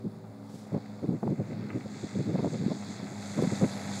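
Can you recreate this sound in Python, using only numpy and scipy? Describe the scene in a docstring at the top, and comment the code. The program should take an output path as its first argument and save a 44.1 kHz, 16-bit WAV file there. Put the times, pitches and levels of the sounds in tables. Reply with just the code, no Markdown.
"""A low engine drone, hit at once by puffs of wind on the microphone.
A small floatplane taxis nearer across a lake, easing its throttle; each firing pops in its exhaust pipe.
Propeller and spray hiss swells, pulsing with the engine. Another engine idles far off and fades.
Wind eddies rumble, crack and thump. Behind: open-air noise, one rustle of dry grass, one faint tick.
The camera adds a faint high whine."""
import sys
import numpy as np
from scipy import signal
from scipy.fft import rfft, irfft, next_fast_len
from scipy.io import wavfile
from scipy.ndimage import map_coordinates

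SR = 44100
rng = np.random.default_rng(int(sys.argv[2]) if len(sys.argv) > 2 else 0)


def master(y):
    """Save y as 16-bit WAV."""
    cut = np.clip(np.atleast_2d(y).T, -1, 1)
    pcm = np.round(cut * 32767)  # scale
    wavfile.write(sys.argv[1], SR, pcm.astype(np.int16))


N = 176400

# plane's firing rate: t/s, f/Hz
FIRING_HZ = [(0, 105.2), (2.3, 103.5), (3.2, 101.9), (3.7, 99.6)]
# exhaust tones: multiple of the firing rate; level/dB re rumble
TONE_ORDERS = [1, 2, 8 / 3, 3, 4]
TONE_DB = [-8, 0.5, -14.5, -18, -17.5]
# exhaust gain as the plane nears: t/s, level/dB
APPROACH_DB = [(0, -54), (1, -50.5), (2, -49.5), (2.9, -47), (3.3, -44), (3.7, -41), (4, -41)]
# exhaust rumble spectrum: f/Hz, level/dB
EXHAUST_COLOUR = [(40, -46), (80, -25), (110, -2), (190, 3.5), (330, -12), (520, -7.5), (800, -5.5),
                  (1050, -16.5), (3000, -52)]
# far engine's tones: multiple of its firing rate, starting level/dB
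IDLE_ORDERS = [(2, -50.5), (3, -61), (4, -57), (5, -57), (7, -63.5), (9, -61), (11, -65.5)]
# open-air and grass spectra: f/Hz, level/dB
AIR_COLOUR = [(40, -16), (130, 3.5), (500, 0), (800, -16.5), (1200, -6), (2500, -29.5), (11000, -41),
              (15500, -31)]
GRASS_COLOUR = [(1500, -11), (4500, 3), (8000, 1), (15000, -15)]
# grass rustle: centre t/s, half length/s, level/dB
GRASS_RUSTLE = (0.576, 0.11, -62.5)
# nearby tick: t/s, level/dB
NEAR_TICKS = [(3.425, -41)]
# wind puffs: centre t/s, length/s, level/dB, brightness/dB
WIND_PUFFS = [(0.064, 0.032, -29.5, -26), (0.554, 0.019, -37, -30), (0.754, 0.046, -27, -11),
              (1.043, 0.028, -30.5, -11.5), (1.12, 0.073, -28.5, -18), (1.235, 0.011, -27.5, -5),
              (1.274, 0.056, -28.5, -16.5), (1.32, 0.034, -25.5, -20), (1.405, 0.031, -26.5, -17),
              (1.528, 0.056, -35.5, -16), (1.762, 0.043, -30, -22), (1.86, 0.014, -32.5, -15),
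              (2.041, 0.015, -29, -20), (2.165, 0.018, -25, -37), (2.201, 0.037, -27, -18),
              (2.292, 0.058, -29, -17.5), (2.351, 0.026, -24.5, -14.5), (2.395, 0.025, -28, -10),
              (2.453, 0.048, -26.5, -8.5), (2.545, 0.044, -30.5, -12), (2.623, 0.049, -29.5, -20),
              (2.714, 0.033, -29.5, -8), (2.902, 0.042, -38, -25), (3.391, 0.036, -26, -10.5),
              (3.445, 0.024, -24.5, -10), (3.528, 0.018, -28.5, -10.5), (3.635, 0.044, -25, -7.5)]
# spectra of a puff's layers: f/Hz, level/dB
BODY_COLOUR = [(25, -57), (75, -17), (120, 1), (180, 4.5), (260, 0), (400, -9.5), (800, -35.5), (2000, -80)]
EDGE_COLOUR = [(150, -22), (350, 7.5), (550, 8), (1100, -18.5), (1500, -39), (6000, -94)]
CRACK_COLOUR = [(550, 4), (950, 4.5), (1400, -8), (2200, -28.5), (5000, -45)]
# light buffeting between puffs: t/s, level/dB
BREEZE_DB = [(.9, -58.5), (1.5, -46.5), (2.5, -46), (2.8, -48.5), (3.06, -43.5), (3.25, -56.5),
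             (3.55, -42.5), (4, -53)]
# hiss band envelopes: t/s, level/dB
MID_DB = [(0, -72.5), (.55, -72), (.7, -64.5), (1.2, -67.5), (1.55, -60), (2.5, -56), (3.2, -57),
          (3.45, -51), (4, -50.5)]
TREBLE_DB = [(.42, -72), (.85, -65), (1.4, -68.5), (1.58, -62), (1.75, -65), (2.02, -55.5), (2.4, -58),
             (2.9, -53), (3.03, -57), (3.55, -49), (3.78, -52.5), (4, -47.5)]
TOP_DB = [(.4, -77), (.7, -71), (1.65, -69.5), (2.07, -56), (2.38, -63), (2.53, -54.5), (2.62, -61.5),
          (2.92, -55), (3, -60.5), (3.3, -52), (3.68, -50.5), (3.78, -56), (4, -45.5)]
FIZZ_DB = [(1.6, -76.5), (3, -70), (3.4, -62.5), (4, -59.5)]
# hiss band spectra: f/Hz, level/dB
MID_BAND = [(600, -30), (1250, -0.5), (2200, 0.5), (2600, -8), (4500, -50)]
TREBLE_BAND = [(2200, -69), (3400, 2.5), (4600, 4), (5700, -6.5), (7500, -62)]
TOP_BAND = [(4800, -22), (6400, 2.5), (7400, 2.5), (9000, -12), (13000, -49)]
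FIZZ_BAND = [(6500, -6), (9000, 1), (10700, -1), (12000, -5), (15500, -27)]
# hard buffets: onset t/s, level/dB, f/Hz
WIND_THUMPS = [(1.043, -22, 317), (1.089, -18, 208), (1.23, -28, 840), (1.277, -25, 770), (1.759, -20, 257),
               (2.446, -18, 604), (2.662, -15, 200), (2.681, -22.5, 326), (3.423, -15.5, 383),
               (3.472, -17, 197), (3.629, -14.5, 190)]


def amp(db):
    return 10 ** (np.asarray(db) / 20)


def unit_rms(x):
    return x / np.sqrt(np.mean(x ** 2) + 1e-20)


def time_s():
    return np.arange(N) / SR


def curve(rows):
    """(t/s, value) rows, interpolated per sample."""
    return np.interp(time_s(), *np.transpose(rows))


def wobble(rate_hz):
    """Smooth random curve through normal knots at rate_hz."""
    t = time_s()
    coarse_s = t[::32]
    knots = rng.standard_normal(N // 100)
    return np.interp(t, coarse_s, map_coordinates(knots, [coarse_s * rate_hz + 2]))


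def filtered(x, gain_at_hz):
    size = next_fast_len(N + 8192)
    return irfft(rfft(x, size) * gain_at_hz(np.fft.rfftfreq(size, 1 / SR)), size)[:N]


def coloured(x, colour):
    """x shaped by (f/Hz, level/dB) rows, at rms 1."""
    hz, db = np.transpose(colour)
    return unit_rms(filtered(x, lambda f: amp(np.interp(np.log(f + 1), np.log(hz), db))))


def noise(colour):
    return coloured(rng.standard_normal(N), colour)


def tone(cycles, rms_db, waver_rad, waver_hz):
    """Sine with a random, wavering phase."""
    phase_rad = 2 * np.pi * (cycles + rng.random()) + waver_rad * wobble(waver_hz)
    return amp(rms_db) * np.sqrt(2) * np.sin(phase_rad)


def pops(firings, colour, scatter_db=6, pipe_t60_s=0.034, waver_db=2.5):
    """One uneven pulse per firing, ringing in the pipe, heard along two wavering paths."""
    onsets = np.flatnonzero(np.diff(np.floor(firings)))
    pulses = np.zeros(N)
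    pulses[onsets] = amp(scatter_db * rng.standard_normal(len(onsets)))
    decay = amp(-60 * time_s()[:SR // 20] / pipe_t60_s)
    paths = rng.standard_normal((2, len(decay))) * decay
    ringing = sum(signal.fftconvolve(pulses, path)[:N] * amp(waver_db * wobble(20)) for path in paths)
    return coloured(ringing, colour)


def exhaust(firings, rush_share=0.71, rush_swing_db=2, waver_db=2):
    """Low engine orders over a rumble of pipe pops and noise that pulses with each firing."""
    tones = sum(tone(order * firings, db + waver_db * wobble(16), waver_rad=0.32, waver_hz=14)
                for order, db in zip(TONE_ORDERS, TONE_DB))
    ring = pops(firings, EXHAUST_COLOUR)
    pulsing = amp(rush_swing_db * np.cos(2 * np.pi * firings))
    rush = coloured(rng.standard_normal(N) * pulsing, EXHAUST_COLOUR)
    rumble = np.sqrt(1 - rush_share) * ring + np.sqrt(rush_share) * rush
    return amp(curve(APPROACH_DB)) * (tones + rumble)


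def far_engine(firing_hz=55.34, fade_db_per_s=4, waver_db=4):
    """A fading idle whose tones waver on their way over the water."""
    t = time_s()
    firings = firing_hz * t + 0.055 * wobble(3.29)
    idle = np.zeros(N)
    for order, start_db in IDLE_ORDERS:
        level_db = start_db - fade_db_per_s * t + waver_db * wobble(4.86)
        idle += tone(order * firings, level_db, waver_rad=0.4, waver_hz=7.67)
    return idle


def shore(air_db=-57, tick_decay_s=0.0012):
    """Distant open-air noise; a grass rustle and a tick share one brighter noise."""
    t = time_s()
    centre_s, half_s, rustle_db = GRASS_RUSTLE
    rustle = amp(rustle_db + 2.2 * wobble(88.8)) * np.exp(-((t - centre_s) / half_s) ** 2)
    tick = sum(amp(db) * np.exp(-np.abs(t - at_s) / tick_decay_s) for at_s, db in NEAR_TICKS)
    return (rustle + tick) * noise(GRASS_COLOUR) + amp(air_db + wobble(3.76)) * noise(AIR_COLOUR)


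def eddies(colour, window_s):
    """Turbulent noise, levelled over window_s so that the puff sets its strength."""
    turbulence = noise(colour)
    power = signal.fftconvolve(turbulence ** 2, np.hanning(int(window_s * SR)), "same")
    return unit_rms(turbulence / np.sqrt(np.abs(power) + 1e-9))


def wind(body_gain_db=-0.5, edge_gain_db=2.5, flutter_db=3, steepness=2.54):
    """Puffs buffet the microphone; sharper ones add a bright edge, the sharpest a crack."""
    t = time_s()
    body_power = amp(curve(BREEZE_DB) + 4.7 * wobble(27.91)) ** 2
    edge_power, crack_power = np.zeros((2, N))
    for centre_s, length_s, db, bright_db in WIND_PUFFS:
        span = slice(*np.searchsorted(t, [centre_s - 2 * length_s, centre_s + 2 * length_s]))
        offset = np.abs(2 * (t[span] - centre_s) / length_s)
        crest = np.exp(-(offset / 0.75) ** steepness)  # 3/4 of the body's length
        body_power[span] += amp(db) ** 2 * np.exp(-offset ** steepness)
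        edge_power[span] += amp(db + bright_db) ** 2 * crest
        crack_power[span] += amp(db + 1.8 * bright_db) ** 2 * crest
    edge = amp(edge_gain_db) * np.sqrt(edge_power) * eddies(EDGE_COLOUR, window_s=0.031)
    crack = np.sqrt(crack_power) * eddies(CRACK_COLOUR, window_s=0.016)
    body = amp(body_gain_db) * np.sqrt(body_power) * eddies(BODY_COLOUR, window_s=0.034)
    return body + amp(flutter_db * wobble(130)) * (edge + crack)


def hiss(firings, pulse_db=1.5, flutter_db=0.8, waver_db=1.13, rasp_gain_db=-2):
    """Propeller wash and spray: four fluttering bands pulse with the engine; firings rasp in the mids."""
    firing_rad = 2 * np.pi * firings
    swing_db = pulse_db * (np.cos(2 * firing_rad) / 2 - np.cos(firing_rad))
    swing_db += 0.62 * np.sin(firing_rad / 2)  # every second firing
    swing_db -= 0.04 * np.sin(firing_rad * 2 / 3)  # blade passes
    rasp = amp(curve(MID_DB) + rasp_gain_db) * pops(firings, MID_BAND)
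    bands = [(MID_DB, MID_BAND), (TREBLE_DB, TREBLE_BAND), (TOP_DB, TOP_BAND), (FIZZ_DB, FIZZ_BAND)]
    wash = np.zeros(N)
    for envelope_db, colour in bands:
        level_db = curve(envelope_db) + flutter_db * wobble(260) + waver_db * wobble(14)
        wash += amp(level_db) * noise(colour)
    return rasp + unit_rms(amp(swing_db)) * wash


def thumps(rise_cycles=0.6):
    """The hardest eddies shove the microphone; each swing dies within a few cycles."""
    t = time_s()
    shoves = np.zeros(N)
    for onset_s, db, hz in WIND_THUMPS:
        cycles = np.maximum(t - onset_s, 0) * hz
        rise = cycles / rise_cycles
        shoves += amp(db) * rise * np.exp(1 - rise) * np.sin(2 * np.pi * cycles)
    return shoves


def scene(mic_rolloff_hz=74):
    """Mono mix; the microphone drops the buffeting's deepest bass."""
    firings = np.cumsum(curve(FIRING_HZ)) / SR  # running count
    buffeting = filtered(wind() + thumps(), lambda f: 1 - np.exp(-(f / mic_rolloff_hz) ** 2))
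    return (exhaust(firings) + hiss(firings) + far_engine() + buffeting + shore())[None]


def record(dry, whine_hz=(14970, 15030), whine_db=-90, cutoff_hz=15730):
    """The camera's two-tone whine and band limit."""
    whine = amp(whine_db) * np.sqrt(2) * sum(np.sin(2 * np.pi * hz * time_s()) for hz in whine_hz)
    return filtered(dry[0] + whine, lambda f: f < cutoff_hz)[None]


dry = scene()
out = record(dry)
master(out)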